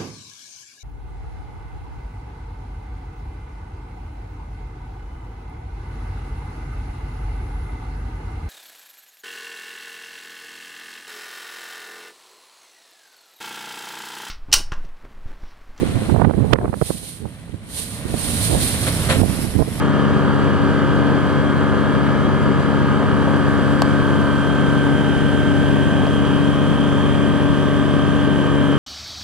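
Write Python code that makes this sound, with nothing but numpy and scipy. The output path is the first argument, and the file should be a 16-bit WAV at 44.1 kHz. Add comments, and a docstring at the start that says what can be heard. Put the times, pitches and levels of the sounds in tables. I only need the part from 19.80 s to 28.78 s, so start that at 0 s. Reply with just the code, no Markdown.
"""The engine of a cruising light aircraft, heard close in the cockpit at a hand-held camera's two microphone ports.
The four-stroke is a sum of camshaft orders; a geared three-blade propeller adds blade passes, and a hum wavers.
Slipstream roar is shaped noise, lightly chopped by the turning engine.
The camera pans from the nose towards the wing, which changes the colour.
Two knocks on its body ring decaying modes, unequally at the ports."""
import sys
import numpy as np
from scipy import signal
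from scipy.io import wavfile
from scipy.ndimage import uniform_filter1d

SR = 44100
rng = np.random.default_rng(int(sys.argv[2]) if len(sys.argv) > 2 else 0)


def waveform_to_disk(signal):
    """Save audio, clipped to [-1, 1], as 16-bit WAV at the path in sys.argv[1]."""
    frames = np.transpose(np.atleast_2d(signal))
    scaled = np.clip(frames, -1, 1) * 32767
    samples = np.round(scaled).astype(np.int16)
    wavfile.write(sys.argv[1], SR, samples)


N = 396018

# Camshaft speed in cruise: start_s, speed_rev_per_s
CAMSHAFT_SPEED = [(0, 35.234), (0.85, 35.236), (1.65, 35.31), (2.25, 35.32), (3.05, 35.24), (3.65, 35.32),
                  (4.75, 35.43), (5.3, 35.395), (5.6, 35.51), (6.15, 35.47), (7.0, 35.485), (7.8, 35.6),
                  (8.4, 35.6), (8.65, 35.52), (8.98, 35.518)]
# Engine orders in the cockpit, before they waver, level averaged over both ports:
# multiple of camshaft speed, forward_level_db (rms), wing_level_db (rms), left_minus_right_db
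ENGINE_ORDERS = [(1, -47, -47, 0), (2, -30, -29, -1), (3, -40, -37, 1), (4, -23, -22, 1), (5, -36, -35, 1),
                 (6, -24, -26, 5), (7, -39, -36, 4), (8, -24, -22, 9), (9, -45, -49, 0), (10, -41, -37, 8),
                 (11, -34, -37, 7), (12, -44, -38, 11), (13, -39, -41, 4), (14, -46, -43, 2),
                 (15, -37, -42, 3), (16, -47, -39, 2), (17, -39, -35, 2), (18, -44, -47, 0),
                 (19, -49, -48, -1), (22, -53, -49, -5), (23, -45, -50, 6), (25, -44, -53, 6),
                 (26, -48, -47, -4), (27, -41, -48, 0), (28, -48, -49, 1), (29, -41, -43, 2),
                 (30, -50, -49, 0), (32, -38, -40, -1), (33, -48, -57, 3), (34, -40, -44, -2),
                 (35, -36, -41, -1), (36, -40, -46, 1), (37, -46, -51, -1), (38, -44, -47, -1),
                 (39, -43, -46, -2), (40, -42, -44, -3), (41, -47, -52, 1), (42, -44, -47, -1),
                 (43, -50, -52, -2), (44, -38, -33, -3), (45, -43, -45, 3), (46, -38, -45, 3),
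                 (47, -54, -56, 3), (48, -39, -44, 2), (49, -45, -48, -2), (50, -46, -48, -1),
                 (51, -55, -57, 3), (52, -52, -46, 0), (53, -57, -56, -3), (54, -56, -59, -6),
                 (55, -68, -58, -2), (56, -58, -60, -2), (58, -57, -57, -3), (60, -52, -57, -1),
                 (64, -54, -56, -3), (67, -61, -58, -3), (68, -60, -58, -3), (70, -62, -58, -1),
                 (71, -64, -58, -1), (76, -68, -57, -4), (80, -53, -56, 0), (81, -58, -58, 0),
                 (82, -58, -51, -2), (83, -61, -54, -3), (84, -53, -55, -2), (86, -58, -47, -2),
                 (87, -60, -55, -2), (88, -52, -45, -3), (89, -57, -54, -2), (90, -48, -42, -4),
                 (91, -67, -58, -2), (92, -50, -51, 3), (94, -58, -57, -1), (96, -61, -54, -4),
                 (100, -66, -57, -4), (130, -62, -68, -1), (132, -61, -70, 0)]
# Buzz near 1.5 kHz, relative to its orders: start_s, level_db
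BUZZ_LEVEL = [(0, -6), (0.7, -4), (0.9, 4), (1.8, 0), (2.05, -2), (2.35, -11), (2.7, -14), (3.3, 3),
              (4.2, 3.5), (5, 5.5), (6.1, 3), (6.25, -1.5), (7.1, -9.5), (7.8, -1.5), (8.5, -1.5),
              (8.98, -4.5)]
# Whine near 3.2 kHz, relative to its orders: start_s, lower_partial_db, whine_db, upper_partial_db
WHINE_LEVELS = [(0, -7, 3, 0), (1.2, -3, 1.5, 1), (2, -10, -2, 0), (4, -1, 0.5, 2), (5, -3, 2.5, -3),
                (5.6, 1, 1, -4), (6.3, -2, 3.5, -5), (6.6, 5, 0, -5), (7.3, 1.5, 4, 1), (7.55, -2, -2, 6),
                (8.1, -2, -1, 5), (8.5, 2, -5, 0), (8.98, 7, 2, -3)]
# Blade passes of the geared propeller, before they waver:
# multiple of propeller speed, level_db (rms), left_minus_right_db
BLADE_PASSES = [(1, -44, 0), (3, -24.5, 0), (6, -38, 4), (15, -47, 3)]
# Slipstream and engine roar, before it drifts: pitch_hz, forward_level_db (per Hz), wing_level_db (per Hz)
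ROAR_SPECTRUM = [(22, -73, -70), (32, -55, -59), (50.3, -55, -49.5), (80, -54, -55), (117, -47, -51.5),
                 (156, -48.5, -49.5), (192, -49, -46.5), (225, -52.5, -51.5), (275, -50, -49.5),
                 (333, -55.5, -57), (400, -54.5, -54.5), (468, -55, -56), (760, -62, -63.5),
                 (1280, -61.5, -61), (1320, -66, -65.5), (1470, -67, -70), (1565, -65, -65.5),
                 (1940, -72.5, -75), (2680, -77.5, -75.5), (3140, -76, -73), (4110, -84, -84.5),
                 (4630, -83.5, -84.5), (5300, -90, -88), (9800, -91, -88), (11470, -94, -89.5),
                 (12500, -104, -102)]
# Roar near 1.4 kHz, relative; the engine orders there follow in part: start_s, level_db
MID_ROAR_LEVEL = [(0, 1.5), (5.6, 2), (6, -6), (6.4, -2), (7.1, -2), (7.3, -6), (8.65, -8), (8.85, 1),
                  (8.98, 7)]
# Treble hiss around 11 kHz, relative: start_s, level_db
TREBLE_LEVEL = [(0, 0), (3.1, 0), (3.7, 2.5), (5, 1.5), (6.4, 0.5), (7, 0), (8.98, -1)]
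# The pair of microphone ports: pitch_hz, left_minus_right_db, left_lead_rad, coherence (0-1)
MICROPHONE_PORTS = [(30, 0, 2.8, .99), (50, -.3, 2.7, .99), (80, -.4, 2.45, .98), (120, 1.5, 2.15, .96),
                    (230, 4.9, 1.15, .85), (370, 4.6, .25, .8), (600, 2, -.27, .88), (1100, -.5, -.45, .93),
                    (1700, -.8, -.4, .74), (3100, -1.8, -.64, .8), (5500, -1.8, -1.4, .6),
                    (9500, .3, -2.24, .71), (11000, -.2, -2.85, .82), (11800, 0, -3.1, .96)]
# Blows on the camera body: start_s, level_db (before softening and rattle), softness (0-1)
BODY_KNOCKS = [(4.02, 1, 0), (6.2673, -7, 0.78)]
# Modes of the camera body, relative levels: pitch_hz, width_hz, left_level_db, right_level_db
BODY_MODES = [(640, 380, 4, -23), (950, 440, -15, -2.5), (1140, 280, -8, -13), (1610, 430, -15, -10),
              (2500, 470, -15, -18), (3030, 470, -14, -14), (4500, 1300, -8, -4), (7600, 1500, -11, -11),
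              (11000, 2000, -23, -18)]

HOP = 512  # samples between control points and between noise frames
STRIDE = 4  # all tones lie under 5 kHz and are built on every fourth sample
CLOCK_S = np.arange(0, N, STRIDE) / SR
PAN_START_S, PAN_END_S = 3.5, 5.83  # the camera swings from the nose towards the wing
DIP_S, DIP_WIDTH_S, DIP_DB = 5.7, 0.59, -5  # the band near 1.1 kHz dips briefly
WOBBLE_RAD = 0.011  # rms; the shaft runs a little ahead or behind as the load hunts
PROPELLER_TURNS = 0.88  # per turn of the camshaft
HUM_HZ, HUM_DB, HUM_PAN_DB = 234.4, -41, 5
BEND_S = 0.0012  # after the blow the shell is bent furthest
EDGE_HZ = 12700  # upper band limit


def gain_of(db):
    """Decibels to gain."""
    return 10 ** (np.asarray(db) / 20)


def evened(x):
    """Scales to rms 1."""
    return x / np.sqrt(np.mean(x ** 2) + 1e-20)


def read(table, hz):
    """All columns of a spectrum table, on a log-frequency axis."""
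    f, *columns = np.transpose(table)
    return [np.interp(np.log(hz + 1), np.log(f + 1), c) for c in columns]


def controls(table, t):
    """All columns of a time curve at times t."""
    s, *columns = np.transpose(table)
    return [np.interp(t, s, c) for c in columns]


def control_times():
    """Times in s of the control points, one per HOP."""
    return np.arange(0, N + HOP, HOP) / SR


def bump(x, centre, width):
    """Weight 1 at the centre, falling away on both sides, in frequency or time."""
    return np.exp(-((x - centre) / width) ** 2)


def drift(t, fastest_hz, slowest_hz=0.309, count=16):
    """Random wander of rms 1: sines of random phase, the slower ones larger."""
    f = np.geomspace(slowest_hz, fastest_hz, count)[:, None]
    start = rng.random((count, 1))
    waves = np.sin(2 * np.pi * (f * t + start)) / np.sqrt(f)
    return evened(waves.sum(0))


def aimed(forward_db, wing_db, hz, t):
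    """Level of a frequency at times t as the camera pans, with the brief dip."""
    way = np.clip((t - PAN_START_S) / (PAN_END_S - PAN_START_S), 0, 1)
    aim = way ** 2 * (3 - 2 * way)  # starts and stops gently
    dip_db = DIP_DB * bump(t, DIP_S, DIP_WIDTH_S) * bump(hz, 1130, width=150)
    return forward_db + aim * (wing_db - forward_db) + dip_db


def tone(spin, hz, db, phase, pan_db, t):
    """One partial at both ports; spin is its turning phasor, db and phase are given at times t."""
    share = gain_of(pan_db) / np.sqrt((1 + gain_of(2 * pan_db)) / 2)
    _, lag, same = read(MICROPHONE_PORTS, hz)
    # each partial comes from its own side, chosen by chance
    side = rng.choice([-1, 1])
    lag = lag + 0.95 * np.sqrt(1 - same ** 2) * side * np.tanh(hz / 700)
    envelope = np.sqrt(2) * share * gain_of(db) * np.exp(1j * phase)
    left = spin * np.interp(CLOCK_S, t, envelope)
    delayed = np.cos(lag) * left.real + np.sin(lag) * left.imag
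    return np.array([left.real, delayed / gain_of(pan_db)])


def engine(turn):
    """Camshaft orders: the lowest line up as exhaust pulses, those near 3 kHz as a tick in the cowling."""
    t = control_times()
    buzz_db = controls(BUZZ_LEVEL, t)[0]
    lower_db, whine_db, upper_db = controls(WHINE_LEVELS, t)
    mid_db = controls(MID_ROAR_LEVEL, t)[0]
    shaft = np.exp(1j * turn)
    out, spin, reached = 0, 1, 0
    for multiple, forward_db, wing_db, pan_db in ENGINE_ORDERS:
        # spin climbs order by order to this multiple
        for reached in range(reached + 1, round(multiple) + 1):
            spin = spin * shaft
        hz = reached * CAMSHAFT_SPEED[0][1]
        crank = reached % 2 == 0  # the crankshaft turns twice in each cycle
        locked = np.clip(crank * (hz < 450) + 0.91 * bump(hz, 3150, width=280), 0, 1)
        locked = max(locked, 0.17 * (hz > 450))  # each firing also jolts the panels, so the buzz throbs

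        # the many paths through the airframe shift, the more so for short waves
        unrest = 0.088 + np.tanh(hz / 900) + 0.7 * hz / 3000
        # buzz and whine hold firmer
        unrest *= 1 - 0.55 * bump(hz, 1400, width=400) - 0.6 * bump(hz, 3170, width=120)

        smear = -3.1 + 0.22 * (min(reached / 2, 6) - 2.9) ** 2  # the exhaust pipe spreads the pulse, radians
        phase = smear + (1 - locked) * rng.uniform(-np.pi, np.pi)
        phase = phase + 0.36 * unrest * drift(t, fastest_hz=8)
        # blurs the highest lines
        phase = phase + 0.3 * (hz / 3200) ** 2 * drift(t, fastest_hz=25, slowest_hz=4)

        db = aimed(forward_db, wing_db, hz, t)
        db = db + 1.6 * unrest * drift(t, fastest_hz=5, slowest_hz=0.3)
        db = db + lower_db * bump(hz, 3100, width=25)
        db = db + whine_db * bump(hz, 3170, width=25)
        db = db + upper_db * bump(hz, 3241, width=25)
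        # upper orders flutter
        db = db + 2.2 * np.tanh((hz / 2400) ** 2) * drift(t, fastest_hz=30, slowest_hz=6)
        db = db + 0.36 * mid_db * bump(hz, 1350, width=100)
        db = db + buzz_db * bump(hz, 1526, width=42)
        out = out + tone(spin, hz, db, phase, pan_db, t)
    return out


def propeller(turn):
    """Propeller orders, mostly blade passes and overtones, geared down from the engine."""
    t, out = control_times(), 0
    for multiple, db, pan_db in BLADE_PASSES:
        order = multiple * PROPELLER_TURNS
        level_db = db + 0.96 * drift(t, fastest_hz=3.1)
        phase = 2 * np.pi * rng.random()
        out = out + tone(np.exp(1j * order * turn), order * CAMSHAFT_SPEED[0][1], level_db, phase, pan_db, t)
    return out


def hum():
    """A faint hum of fixed pitch and wavering level, unrelated to the shaft."""
    t = control_times()
    spin = np.exp(2j * np.pi * HUM_HZ * CLOCK_S)
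    level_db = HUM_DB + 1.7 * drift(t, fastest_hz=4.6)
    return tone(spin, HUM_HZ, level_db, 2 * np.pi * rng.random(), HUM_PAN_DB, t)


def roar(turn):
    """Slipstream noise in drifting patches, chopped lightly at crankshaft and camshaft rate."""
    frames = N // HOP + 9
    hz = np.fft.rfftfreq(2048, 1 / SR)[:, None]
    t = np.arange(frames) * HOP / SR
    a, b, c, d, patches = rng.standard_normal((frames, 1025, 5)).T
    patches = uniform_filter1d(patches, size=12, axis=0)  # across frequency
    patches = evened(uniform_filter1d(patches, size=14, axis=1))  # across time
    # treble flutters as one
    gusts = drift(t, fastest_hz=29.8, slowest_hz=3.5) * bump(hz, 9500, width=4500)
    mid_db = controls(MID_ROAR_LEVEL, t)[0] * bump(hz, 1370, width=86)
    treble_db = controls(TREBLE_LEVEL, t)[0] * bump(hz, 11400, width=6500)

    # the right port shares part of the left port's noise, later or earlier
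    pan_db, lag, same = read(MICROPHONE_PORTS, hz)
    same = np.clip(same, 0, 1)
    left = a + 1j * b
    right = (same * left + np.sqrt(1 - same ** 2) * (c + 1j * d)) * np.exp(-1j * lag)
    spectrum = np.array([left * gain_of(pan_db / 2), right / gain_of(pan_db / 2)])

    level_db = aimed(*read(ROAR_SPECTRUM, hz), hz, t)
    spectrum *= gain_of(level_db + 1.03 * patches + 0.49 * gusts + mid_db + treble_db)
    air = signal.istft(spectrum, nperseg=2048, noverlap=2048 - HOP)[1][:, :N]
    air *= np.sqrt(1536 * SR / 2048 / HOP)  # dB per Hz to frame amplitude
    chop = 1 + 0.085 * np.cos(2 * turn + 2.4) + 0.045 * np.cos(turn + 0.68)
    return air * chop


def knocks():
    """A blow rings the camera body, each port hearing its own share of the modes; a rattle trails."""
    t = np.arange(1500) / SR
    blows, ring = np.zeros((2, N)), 0
    for hz, width, left_db, right_db in BODY_MODES:
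        age = np.pi * width * t
        swell = age * np.exp(-age)  # each mode swells, then dies; wide treble modes speak first
        port_gains = gain_of([[left_db], [right_db]])
        ring = ring - port_gains * swell * np.cos(2 * np.pi * hz * (t - BEND_S))
    # a small shell radiates little bass
    ring = signal.lfilter(*signal.butter(1, 250, "highpass", fs=SR), ring)

    for s, db, soft in BODY_KNOCKS:
        strike = 0.075 * np.diff(rng.standard_normal((2, 601))) * np.exp(-t[:600] / 0.0045)  # rattle
        strike[:, 0] += 1  # the blow itself
        soft = np.clip(soft, 0, 0.95)
        softened = signal.lfilter([1 - soft], [1, -soft], strike)
        blows[:, round(s * SR):][:, :600] += gain_of(db) * softened
    return signal.oaconvolve(blows, ring / abs(ring).max(), axes=1)[:, :N]


def scene():
    """Engine, propeller, hum, roar and knocks at the two ports."""
    speed = controls(CAMSHAFT_SPEED, np.arange(N) / SR)[0]
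    turn = 2 * np.pi * np.cumsum(speed) / SR  # camshaft angle in radians
    t = control_times()
    wobble = drift(t, fastest_hz=4, slowest_hz=0.5)
    turn = turn + WOBBLE_RAD * np.interp(np.arange(N), t * SR, wobble)
    coarse = turn[::STRIDE]
    tones = engine(coarse) + propeller(coarse) + hum()
    tones = signal.resample_poly(tones, up=STRIDE, down=1, axis=1)[:, :N]
    return tones + roar(turn) + knocks()


def record(dry):
    """Full-scale clipping, then the band limit."""
    clipped = np.clip(dry, -1, 1)
    lowpass = signal.firwin(511, EDGE_HZ, window=("kaiser", 9), fs=SR)
    return signal.oaconvolve(clipped, lowpass[None], "same")


dry = scene()
out = record(dry)
waveform_to_disk(out)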